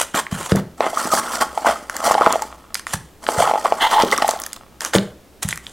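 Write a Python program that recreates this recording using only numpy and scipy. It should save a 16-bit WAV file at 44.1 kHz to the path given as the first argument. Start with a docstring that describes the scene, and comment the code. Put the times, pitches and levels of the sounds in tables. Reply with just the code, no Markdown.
"""Foam packing peanuts, dug through by hand in a small cardboard box, close to the microphone in a small room.
Foam is filtered random grains plus pitched chirps; slipping pieces knock as short damped swings; squeaks are
stick-slip pulses through a resonator. Plastic sleeves slide (fine grains) and snap (noise bursts); a cellophane
bag crinkles (frayed clicks). Goods thump on the table and the box booms, both by modal ringing. Room noise is low."""
import sys
import numpy as np
from scipy import signal
from scipy.fft import rfft, irfft
from scipy.io import wavfile
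from scipy.ndimage import uniform_filter1d

SR = 44100
rng = np.random.default_rng(int(sys.argv[2]) if len(sys.argv) > 2 else 0)


def store_wav(level_fs):
    """Save 16-bit WAV to argv[1]."""
    pcm = np.round(np.clip(np.atleast_2d(level_fs), -1, 1) * 32767)
    wavfile.write(sys.argv[1], SR, pcm.T.astype(np.int16))


N = 252248
TIME = np.arange(N) / SR


def amp(db):
    """Decibels to gain."""
    return 10 ** (np.asarray(db) / 20)


def unit(x):
    """Scales to an rms of one."""
    return x / np.sqrt(np.mean(x ** 2) + 1e-20)


def read(points, hz):
    """Interpolates a table on a log-frequency axis."""
    f_hz, value = np.transpose(points)
    return np.interp(np.log(hz + 1), np.log(f_hz + 1), value)


def level(rows, column):
    """A dB column as a gain over time, -120 dB outside its rows."""
    rows = np.array(rows)
    return amp(np.interp(TIME, rows[:, 0], rows[:, column], left=-120, right=-120))


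def add(mix, s, sound):
    """Mixes a sound in at time s."""
    part = mix[max(round(s * SR), 0):][:len(sound)]
    part += sound[:len(part)]


def colour(x, spectrum):
    """Filters by a spectrum table, to an rms of one."""
    gain = amp(read(spectrum, np.fft.rfftfreq(len(x), 1 / SR)))
    return unit(irfft(rfft(x) * gain, len(x)))


def wander(rate_hz):
    """Smooth random curve of unit rms: noise under a Gaussian low-pass."""
    lowpass = np.exp(-(np.fft.rfftfreq(N, 1 / SR) / rate_hz) ** 2)
    return unit(irfft(rfft(rng.standard_normal(N)) * lowpass, N))


def grains(per_s, spread_db):
    """Tiny slips at random moments, a few much larger than the rest."""
    size = amp(spread_db * np.minimum(rng.exponential(1, N), 4))
    sign = rng.choice([-1, 1], N)
    return unit(size * sign * (rng.random(N) < per_s / SR))


def patchy(x, patch_db=2.5):
    """Contacts come and go, each favouring its own pitches for some 25 ms."""
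    z = signal.stft(x, nperseg=512)[2]
    over_hz = uniform_filter1d(rng.standard_normal(z.shape), size=4, axis=0)
    patches = unit(uniform_filter1d(over_hz, size=3, axis=1))
    return unit(signal.istft(z * amp(patch_db * patches))[1][:N])


def scatter(x, decay_s):
    """Spreads each sharp edge into a burst of tiny bounces."""
    t = TIME[:SR // 40]
    taps = rng.standard_normal(len(t)) * np.exp(-t / decay_s)
    return signal.oaconvolve(x, taps / np.linalg.norm(taps))[:N]


def fray(clicks, decay_s):
    """Turns each click into its own decaying puff of noise."""
    envelope = signal.lfilter([1], [1, -np.exp(-1 / (decay_s * SR))], abs(clicks))
    return envelope * rng.standard_normal(N)


def ring(x, modes):
    """Modal ringing of a body: decaying sines, peak gain one."""
    t = TIME[:SR // 2]
    response = sum(amp(db - 60 * t / t60_s) * np.sin(2 * np.pi * hz * t) for hz, db, t60_s in modes)
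    return signal.fftconvolve(x, response / abs(rfft(response)).max())[:N]


def blow(s, db, hz):
    """Contact force centred on s: a push between rebounds, about a cycle long."""
    out, t = np.zeros(N), TIME[:SR // 40]
    u = np.pi * hz * (t - t.mean())
    add(out, s - t.mean(), amp(db) * np.cos(2 * u) * np.exp(-(u / 1.84) ** 2))
    return out


def flex(hz, swell_s):
    """Cardboard swings for a few cycles as the foam slips, then is damped."""
    t = TIME[:SR // 40]
    envelope = (t / swell_s) ** 2 * np.exp(-t / swell_s)
    return envelope / envelope.max() * np.sin(2 * np.pi * (hz * t + rng.random()))


# loose pieces go on shifting faintly after every stroke
SETTLE_DB, SETTLE_DB_PER_S = -20, 139


def strokes(rows, column, shape):
    """Each stroke takes hold quickly, builds while the hand pushes, then lets go and settles; powers add."""
    attack_db_per_s, build_db, release_db_per_s = shape
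    power = np.zeros(N)
    for row in rows:
        start_s, length_s = row[:2]
        when = TIME[(TIME > start_s - 0.06) & (TIME < start_s + length_s + 0.6)]
        t = when - start_s
        after = np.maximum(t - length_s, 0)
        attack_db = attack_db_per_s * np.minimum(t, 0)
        rise_db = build_db * (np.clip(t / length_s, 0, 1) - 1)
        push = amp(row[column] + attack_db + rise_db)
        settling = amp(SETTLE_DB - SETTLE_DB_PER_S * after)
        release = np.maximum(amp(-release_db_per_s * after), settling)
        add(power, when[0], (push * release) ** 2)
    return np.sqrt(power)


def rub(pressure, speed, body, hiss, catches_per_s, catch_db, fizz_db, judder_db):
    """Catches drum on the surface while fine grain hisses; both share the hand's judder."""
    judder = amp(judder_db * wander(rate_hz=110))
    drum = unit(judder * patchy(colour(grains(catches_per_s, catch_db), body)))
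    fizz = unit(judder * patchy(colour(grains(6 * catches_per_s, fizz_db), hiss)))
    return pressure * drum + speed * fizz


# room noise spectrum [f/Hz, level/dB]
AIR_SPECTRUM = [(20, -6), (45, -27), (60, 5.5), (85, -11.5), (300, -7.5), (1300, -23), (2500, -26.5),
                (16000, -34.5)]


def air():
    """Low room rumble: steady filtered noise, unit rms."""
    return colour(rng.standard_normal(N), AIR_SPECTRUM)


# room decay [f/Hz, t60/s]
ROOM_DECAY = [(150, 0.38), (3000, 0.36), (15000, 0.25)]


def room(x):
    """Dense wall reflections from 4 ms on, each band dying at its own speed."""
    taps = rng.standard_normal(SR // 2) * (TIME[:SR // 2] > 0.004)
    hz, t, z = signal.stft(taps, SR, nperseg=256)
    decay = amp(-60 * t / read(ROOM_DECAY, hz)[:, None])
    tail = signal.istft(z * decay)[1]
    return signal.fftconvolve(x, tail / np.linalg.norm(tail))[:N]


# hand and goods landing on the table [t/s, level/dB, f/Hz, table drive re push/dB]
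THUMPS = [(0.147, -15, 262, -23), (0.329, -11.5, 165, -24), (0.521, -2.5, 420, -12), (0.5258, -5, 152, 4),
          (0.572, -10, 200, 0), (2.947, -17.5, 136, -17), (3.384, -16.5, 133, -14), (4.952, 1.5, 485, 11),
          (4.961, -5.5, 210, 8), (5.455, -13.5, 144, -19)]
# table top modes [f/Hz, level/dB, t60/s]
TABLE_MODES = [(82, -13, 0.7), (125.5, 1, 0.12), (197, 7, 0.21), (440, -12, 0.23), (485, 1, 0.13),
               (640, -2.5, 0.099)]


def thumps():
    """Contact push plus table ringing; the drive sets how far a landing rings or is damped."""
    push = sum(blow(s, db, hz) for s, db, hz, _ in THUMPS)
    drive = sum(blow(s, db + ring_db, hz) for s, db, hz, ring_db in THUMPS)
    return push + ring(drive, TABLE_MODES)


# bumps on the box [t/s, level/dB, f/Hz]
BUMPS = [(0.552, -6.5, 496), (1.056, -16, 302), (1.137, -15, 304), (2.269, -26.5, 200), (4.037, -2, 420)]
# box modes [f/Hz, level/dB, t60/s]
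BOX_MODES = [(244, 0, 0.093), (263, 0, 0.33), (603, 0, 0.063)]


def box_bumps(ring_db=7):
    """The hollow box answers a bump with a short boom."""
    push = sum(blow(*row) for row in BUMPS)
    return push + amp(ring_db) * ring(push, BOX_MODES)


# cellophane bag crumpling in the fingers [t/s, level/dB]
CRINKLE = [(3.79, -51), (3.92, -31), (4.06, -36), (4.13, -29.5), (4.31, -40), (4.57, -45.5)]


def crinkle():
    """Small separate creases popping in thin film."""
    creases = fray(grains(per_s=120, spread_db=4.0), decay_s=0.0022)
    film_spectrum = [(900, -8), (3500, 11.5), (9000, -4.0), (15000, -4.0)]  # f/Hz, level/dB
    return level(CRINKLE, 1) * colour(creases, film_spectrum)


# plastic sliding over table and fingers [t/s, length/s, pressure/dB, hiss/dB]
SLIDES = [(0, 0.014, -20, -17), (0.148, 0.044, -20, -25.5), (0.315, 0.15, -30.5, -33),
          (0.495, 0.027, -25.5, -32), (0.555, 0.032, -26, -40), (2.75, 0.031, -48, -39),
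          (2.87, 0.072, -41, -37.5), (2.935, 0.0068, -22.5, -22), (4.812, 0.076, -33.5, -32.5),
          (4.937, 0.024, -15.5, -22), (5.427, 0.0038, -26, -23), (5.484, 0.043, -42, -31.5),
          (5.63, 0.14, -49.5, -47)]
# stroke shape [attack/(dB/s), build-up/dB, release/(dB/s)]
SLIDE_SHAPE = (2800, 0.62, 600)
# spectra of table rub and plastic hiss [f/Hz, level/dB]
TABLE_RUB = [(60, -30), (250, -7), (550, 2), (850, 6), (1500, 3.5), (2400, -8), (10000, -21)]
PLASTIC_HISS = [(700, -65), (1600, 5), (3200, 11.5), (4500, 2.5), (6500, 10), (8500, 10.5), (11000, 4),
                (13000, -1.5), (16000, -38)]


def plastic():
    """Smooth sleeves slide with a finer grain than foam."""
    pressure, speed = (strokes(SLIDES, column, SLIDE_SHAPE) for column in (2, 3))
    return rub(pressure, speed, TABLE_RUB, PLASTIC_HISS,
               catches_per_s=4600, catch_db=-0.5, fizz_db=8.0, judder_db=2.77)


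# snaps of film, sleeves and foam edges [t/s, crack level/dB, crack centre f/Hz, flapping sheet level/dB]
SNAPS = [(0.144, -26, 2570, -2), (0.2663, -27, 2400, -6), (0.5192, -2.5, 3050, -4.5),
         (0.5587, -5, 7500, -17), (0.8066, -2.5, 2750, -4), (1.356, -4.5, 5000, -7.5),
         (1.8972, -7, 7140, -6), (1.966, -1, 6800, -13), (2.1426, -1.5, 3960, -4), (2.3253, 6.5, 6400, -26),
         (2.4211, -5, 7500, -16), (2.7443, 3, 6860, -17), (2.753, -2, 5700, -4), (2.795, -9, 5600, -14),
         (2.8678, -11, 6230, -5), (2.938, -1.5, 6440, -5.5), (3.266, -1.5, 2580, -7),
         (3.2881, -3.5, 2960, -6), (4.022, 2.5, 4800, -5.5), (4.115, -9, 4450, -32), (4.123, -6, 3350, -8),
         (4.178, 2, 6900, -4), (4.222, 0, 3100, -9), (4.2793, -2, 8260, -9), (4.2918, 0.5, 5320, -10),
         (4.3094, 1.5, 6500, -28), (4.4, -5.5, 10100, -15), (4.418, -6, 6730, -22),
         (4.437, -5.5, 5750, -16), (4.464, -5, 8450, -10.5), (4.531, -5.5, 6600, -17),
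         (4.807, -1.5, 5900, -10), (4.849, 2, 6250, -1.5), (4.935, -6, 2950, -5), (4.952, 3, 3040, -9),
         (4.9595, -17, 2480, -0.5), (4.984, 3.5, 2860, -25), (5.43, 0, 7500, -30), (5.488, 0.5, 7100, -9),
         (5.508, -5, 5200, -11), (5.5269, -7, 3870, -2), (5.558, -11, 7040, -21),
         (5.575, -8.5, 7300, -13.5), (5.667, -9.5, 2690, -52)]


def snaps(crack_s=0.00074, sheet_s=0.0011, crack_octaves=0.58, sheet_octaves=0.49, sheet_hz=1500):
    """A buckling sheet gives a crack and a quickly damped flap: two noise bands."""
    out, t = np.zeros(N), TIME[:SR // 50]
    log_hz = np.log2(np.fft.rfftfreq(len(t), 1 / SR) + 1)

    def burst(hz, octaves, decay_s):
        """Noise band with a fast onset and exponential decay."""
        bandpass = np.exp(-((log_hz - np.log2(hz)) / octaves) ** 2 / 2)
        band = irfft(rfft(rng.standard_normal(len(t))) * bandpass, len(t))
        return unit(band) * np.exp(-t / decay_s) * (1 - np.exp(-t / 0.00099))

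    for s, crack_db, hz, sheet_db in SNAPS:
        crack = amp(crack_db) * burst(hz, crack_octaves, crack_s)
        flap = amp(sheet_db) * burst(sheet_hz, sheet_octaves, sheet_s)
        add(out, s, crack + flap)
    return out


# digs stirring the whole heap [t/s, length/s, pressure/dB, hiss/dB, floor drag/dB]
DIGS = [(0.835, 0.57, -33, -39.5, -40), (1.57, 0.18, -32.5, -40, -43.5), (1.955, 0.42, -30.5, -38, -41.5),
        (3.285, 1.027, -31.5, -41, -43.5)]
# topple shape over each dig [attack/(dB/s), build-up/dB, release/(dB/s)]
TOPPLE_SHAPE = (1400, 0, 37)
# box wall spectrum [f/Hz, level/dB]
WALL = [(60, -53), (240, -1), (400, -11.5), (560, 2.5), (820, 3), (1280, 2.5), (1550, -5), (2000, -5.5),
        (2500, -12), (3300, -11), (12000, -61)]


def topples(level_db=-7):
    """Loose pieces tap the cardboard at random, and on after a dig."""
    taps = colour(scatter(grains(per_s=110, spread_db=5.0), decay_s=0.00085), WALL)
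    return amp(level_db) * strokes(DIGS, 2, TOPPLE_SHAPE) * taps


# foam squeezed against the box [t/s, length/s, groan/dB, rasp/dB, f/Hz]
SQUEAKS = [(3.813, 0.016, -15, -14.5, 885), (3.839, 0.011, -9, -17, 938), (3.864, 0.0056, -12.5, -22, 890),
           (3.93, 0.014, -10, -21, 1000), (3.962, 0.0099, -9.5, -27, 838), (3.982, 0.019, -9, -27, 913),
           (4.011, 0.009, -12.5, -18.5, 920)]
# stroke shape [attack/(dB/s), build-up/dB, release/(dB/s)]
SQUEAK_SHAPE = (1600, 2.4, 1160)
# foam rasp spectrum [f/Hz, level/dB]
RASP = [(500, -27), (1700, 2), (3000, -1.5), (4200, -10.5), (15000, -29)]


def squeak():
    """Uneven stick and slip: the pulses rasp, and keep one stiff patch of wall groaning."""
    s, *_, hz = np.transpose(SQUEAKS)
    turns = np.cumsum(420 * np.exp(0.22 * wander(rate_hz=240))) / SR  # slip rate near 420 Hz
    slips = np.diff(np.floor(turns), prepend=0) * amp(1.3 * wander(rate_hz=120))
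    # double-pole resonator that follows the pitch
    turn = np.exp(2j * np.pi * np.cumsum(np.interp(TIME, s, hz)) / SR)
    pole = np.exp(-np.pi * 170 / SR)
    ringing = signal.lfilter([1], np.poly([pole, pole]), slips / turn)
    groan = (turn * ringing / np.sqrt(abs(ringing) + 1e-9)).real  # friction holds the swing back
    rasp = colour(scatter(fray(slips, decay_s=0.00088), decay_s=0.00052), RASP)
    groaning = strokes(SQUEAKS, 2, SQUEAK_SHAPE) * unit(groan)
    return groaning + strokes(SQUEAKS, 3, SQUEAK_SHAPE) * rasp


# foam slipping and knocking on the cardboard [t/s, level/dB, f/Hz, swell/s]
KNOCKS = [(0.806, 1.5, 700, 0.00045), (0.8422, -6.5, 860, 0.00042), (0.8654, -2, 765, 0.00024),
          (0.9306, -15.5, 697, 0.0012), (0.9718, -6.5, 1185, 0.0012), (1.1215, -12, 1227, 0.0026),
          (1.1361, -2, 760, 0.00064), (1.4223, -6.5, 790, 0.0012), (1.5753, -5.5, 790, .0009),
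          (1.6466, -6.5, 780, .0009), (1.6582, -5, 930, 0.0016), (2.1104, 3.5, 825, 0.0005),
          (2.1422, -10, 790, 0.00046), (2.1511, 1, 800, 0.00053), (2.1781, -3.5, 793, 0.0018),
          (2.2106, 1, 860, 0.00024), (2.2185, -3.5, 1240, 0.00085), (2.2626, 4.5, 1130, 0.00038),
          (2.2682, 3.5, 690, 0.00031), (2.2735, 0.5, 900, 0.00065), (2.3052, -13, 890, 0.0011),
          (2.3565, -2.5, 720, 0.00067), (2.419, -13, 876, 0.0019), (3.288, 2.5, 786, 0.00036),
          (3.3888, -11, 645, 0.0017), (3.404, -2.5, 645, 0.00083), (3.424, -1.5, 797, 0.0011),
          (3.474, -4.5, 820, 0.00082), (3.4941, -5.5, 790, 0.0013), (3.5119, -1, 815, 0.00066),
          (3.5367, -3.5, 755, 0.00066), (3.5438, -10, 810, .0019), (3.5565, -3.5, 800, 0.00049),
          (3.5749, -10.5, 830, 0.0014), (3.647, -7, 747, 0.002), (3.6565, -1, 1060, 0.00065),
          (3.7223, 2.5, 757, 0.00056), (4.1339, -12, 1155, 0.0021), (4.183, -11.5, 1190, .0011),
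          (4.2442, -3, 790, 0.0014), (4.2889, -0.5, 763, 0.00068), (4.3361, -10, 750, 0.00047),
          (4.3605, -17, 766, 0.0014)]


def knocks(scrape_db=-21):
    """Each freed piece flexes the cardboard: a quick slip knocks, a slow one squeaks; the foam scrapes."""
    out = np.zeros(N)
    for s, db, hz, swell_s in KNOCKS:
        swing = flex(hz, swell_s)
        scrape = abs(swing) * colour(rng.standard_normal(len(swing)), RASP)
        add(out, s, amp(db) * (swing + amp(scrape_db) * scrape))
    highpass = signal.butter(2, 260, "high", fs=SR, output="sos")  # a small panel radiates little bass
    return signal.sosfilt(highpass, out)


# chirp centre pitch along the dig [t/s, f/Hz]
CATCH_HZ = [(0.85, 800), (1.0, 1046), (1.34, 1226), (1.42, 906), (3.45, 760), (4.2, 975)]


def chirps(per_s=240, spread_octaves=0.339, spread_db=4.5, swell_s=0.0011):
    """Small squeaky catches, each at its own pitch around that of the place being rubbed."""
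    out = np.zeros(N)
    for s in TIME[rng.random(N) < per_s / SR]:
        centre_hz = np.interp(s, *np.transpose(CATCH_HZ))
        hz = centre_hz * 2 ** (spread_octaves * rng.standard_normal())
        add(out, s, amp(spread_db * rng.standard_normal()) * flex(hz, swell_s))
    return unit(out)


# single finger pushes through the foam [t/s, length/s, pressure on box wall/dB, hiss/dB]
PUSHES = [(0.826, 0.047, -18.5, -44), (0.965, 0.11, -25.5, -30.5), (1.122, 0.073, -19, -22),
          (1.215, 0.2, -31.5, -40), (1.323, 0.034, -23.5, -29), (1.41, 0.015, -16, -24.5),
          (1.664, 0.05, -14.5, -30), (2.038, 0.089, -19, -26), (2.18, 0.079, -21, -44),
          (2.3, 0.046, -20.5, -59), (3.238, 0.013, -32, -37.5), (3.29, 0.115, -28.5, -32),
          (3.382, 0.055, -14.5, -26.5), (3.44, 0.06, -21, -35), (3.647, 0.027, -20, -35.5),
          (3.8, 0.014, -27, -40.5), (3.924, 0.0096, -15.5, -24.5), (3.99, 0.037, -20, -38),
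          (4.123, 0.015, -16, -28.5), (4.223, 0.012, -19, -33.5), (4.281, 0.028, -50, -30)]
# stroke shapes [attack/(dB/s), build-up/dB, release/(dB/s)]
DIG_SHAPE = (210, 0.53, 103)
PUSH_SHAPE = (850, 0.46, 820)
# spectra of foam hiss and dull floor drag [f/Hz, level/dB]
FOAM_HISS = [(600, -13), (2000, -31), (4500, 2.5), (7000, 2.5), (9000, 3), (11500, -5.5), (15500, -11.5)]
FLOOR = [(90, -42), (240, -2.5), (400, -11), (800, -26), (4000, -70)]


def foam(wall_db=-3, chirp_db=-4.0):
    """Coarse foam rubs and chirps on itself and the box wall, and drags dully over the box floor."""
    pressure, speed = (np.hypot(strokes(DIGS, column, DIG_SHAPE), strokes(PUSHES, column, PUSH_SHAPE))
                       for column in (2, 3))
    drag = strokes(DIGS, 4, DIG_SHAPE) * colour(grains(per_s=100, spread_db=6.0), FLOOR)
    rubbing = rub(amp(wall_db) * pressure, speed, WALL, FOAM_HISS,
                  catches_per_s=1000, catch_db=0.5, fizz_db=3.5, judder_db=2.5)
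    return drag + rubbing + amp(chirp_db) * pressure * chirps()


def scene():
    """Near-mono mid plus a faint side signal, over a low room rumble."""
    bumps = thumps() + box_bumps()
    film = snaps() + crinkle() + plastic()
    box = knocks() + foam() + topples() + squeak()
    box = box + amp(-10.5) * scatter(box, decay_s=0.0059)  # echoes between the box walls
    near = box + bumps + film + amp(-15) * scatter(film, decay_s=0.003)
    walls = room(amp(-13.0) * near + amp(-12) * bumps)
    mid = near + walls + amp(-47.5) * air()
    treble = signal.lfilter(*signal.butter(1, 2000, "high", fs=SR), near)
    side = amp(-20) * treble + amp(-22.5) * scatter(treble, decay_s=0.004)  # the highs lean to the right
    side += amp(-39.0) * room(near + bumps) + amp(-60.0) * air()
    side += amp(-24.5) * scatter(bumps, decay_s=0.0023)
    return np.array([mid - side, mid + side])


EDGE_HZ = 16000


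def record(dry):
    """Clips at full scale, then low-passes at EDGE_HZ."""
    clipped = np.clip(dry, -1, 1)
    lowpass = signal.firwin(255, EDGE_HZ, window=("kaiser", 8), fs=SR)
    return signal.oaconvolve(clipped, lowpass[None], "same")


dry = scene()
out = record(dry)
store_wav(out)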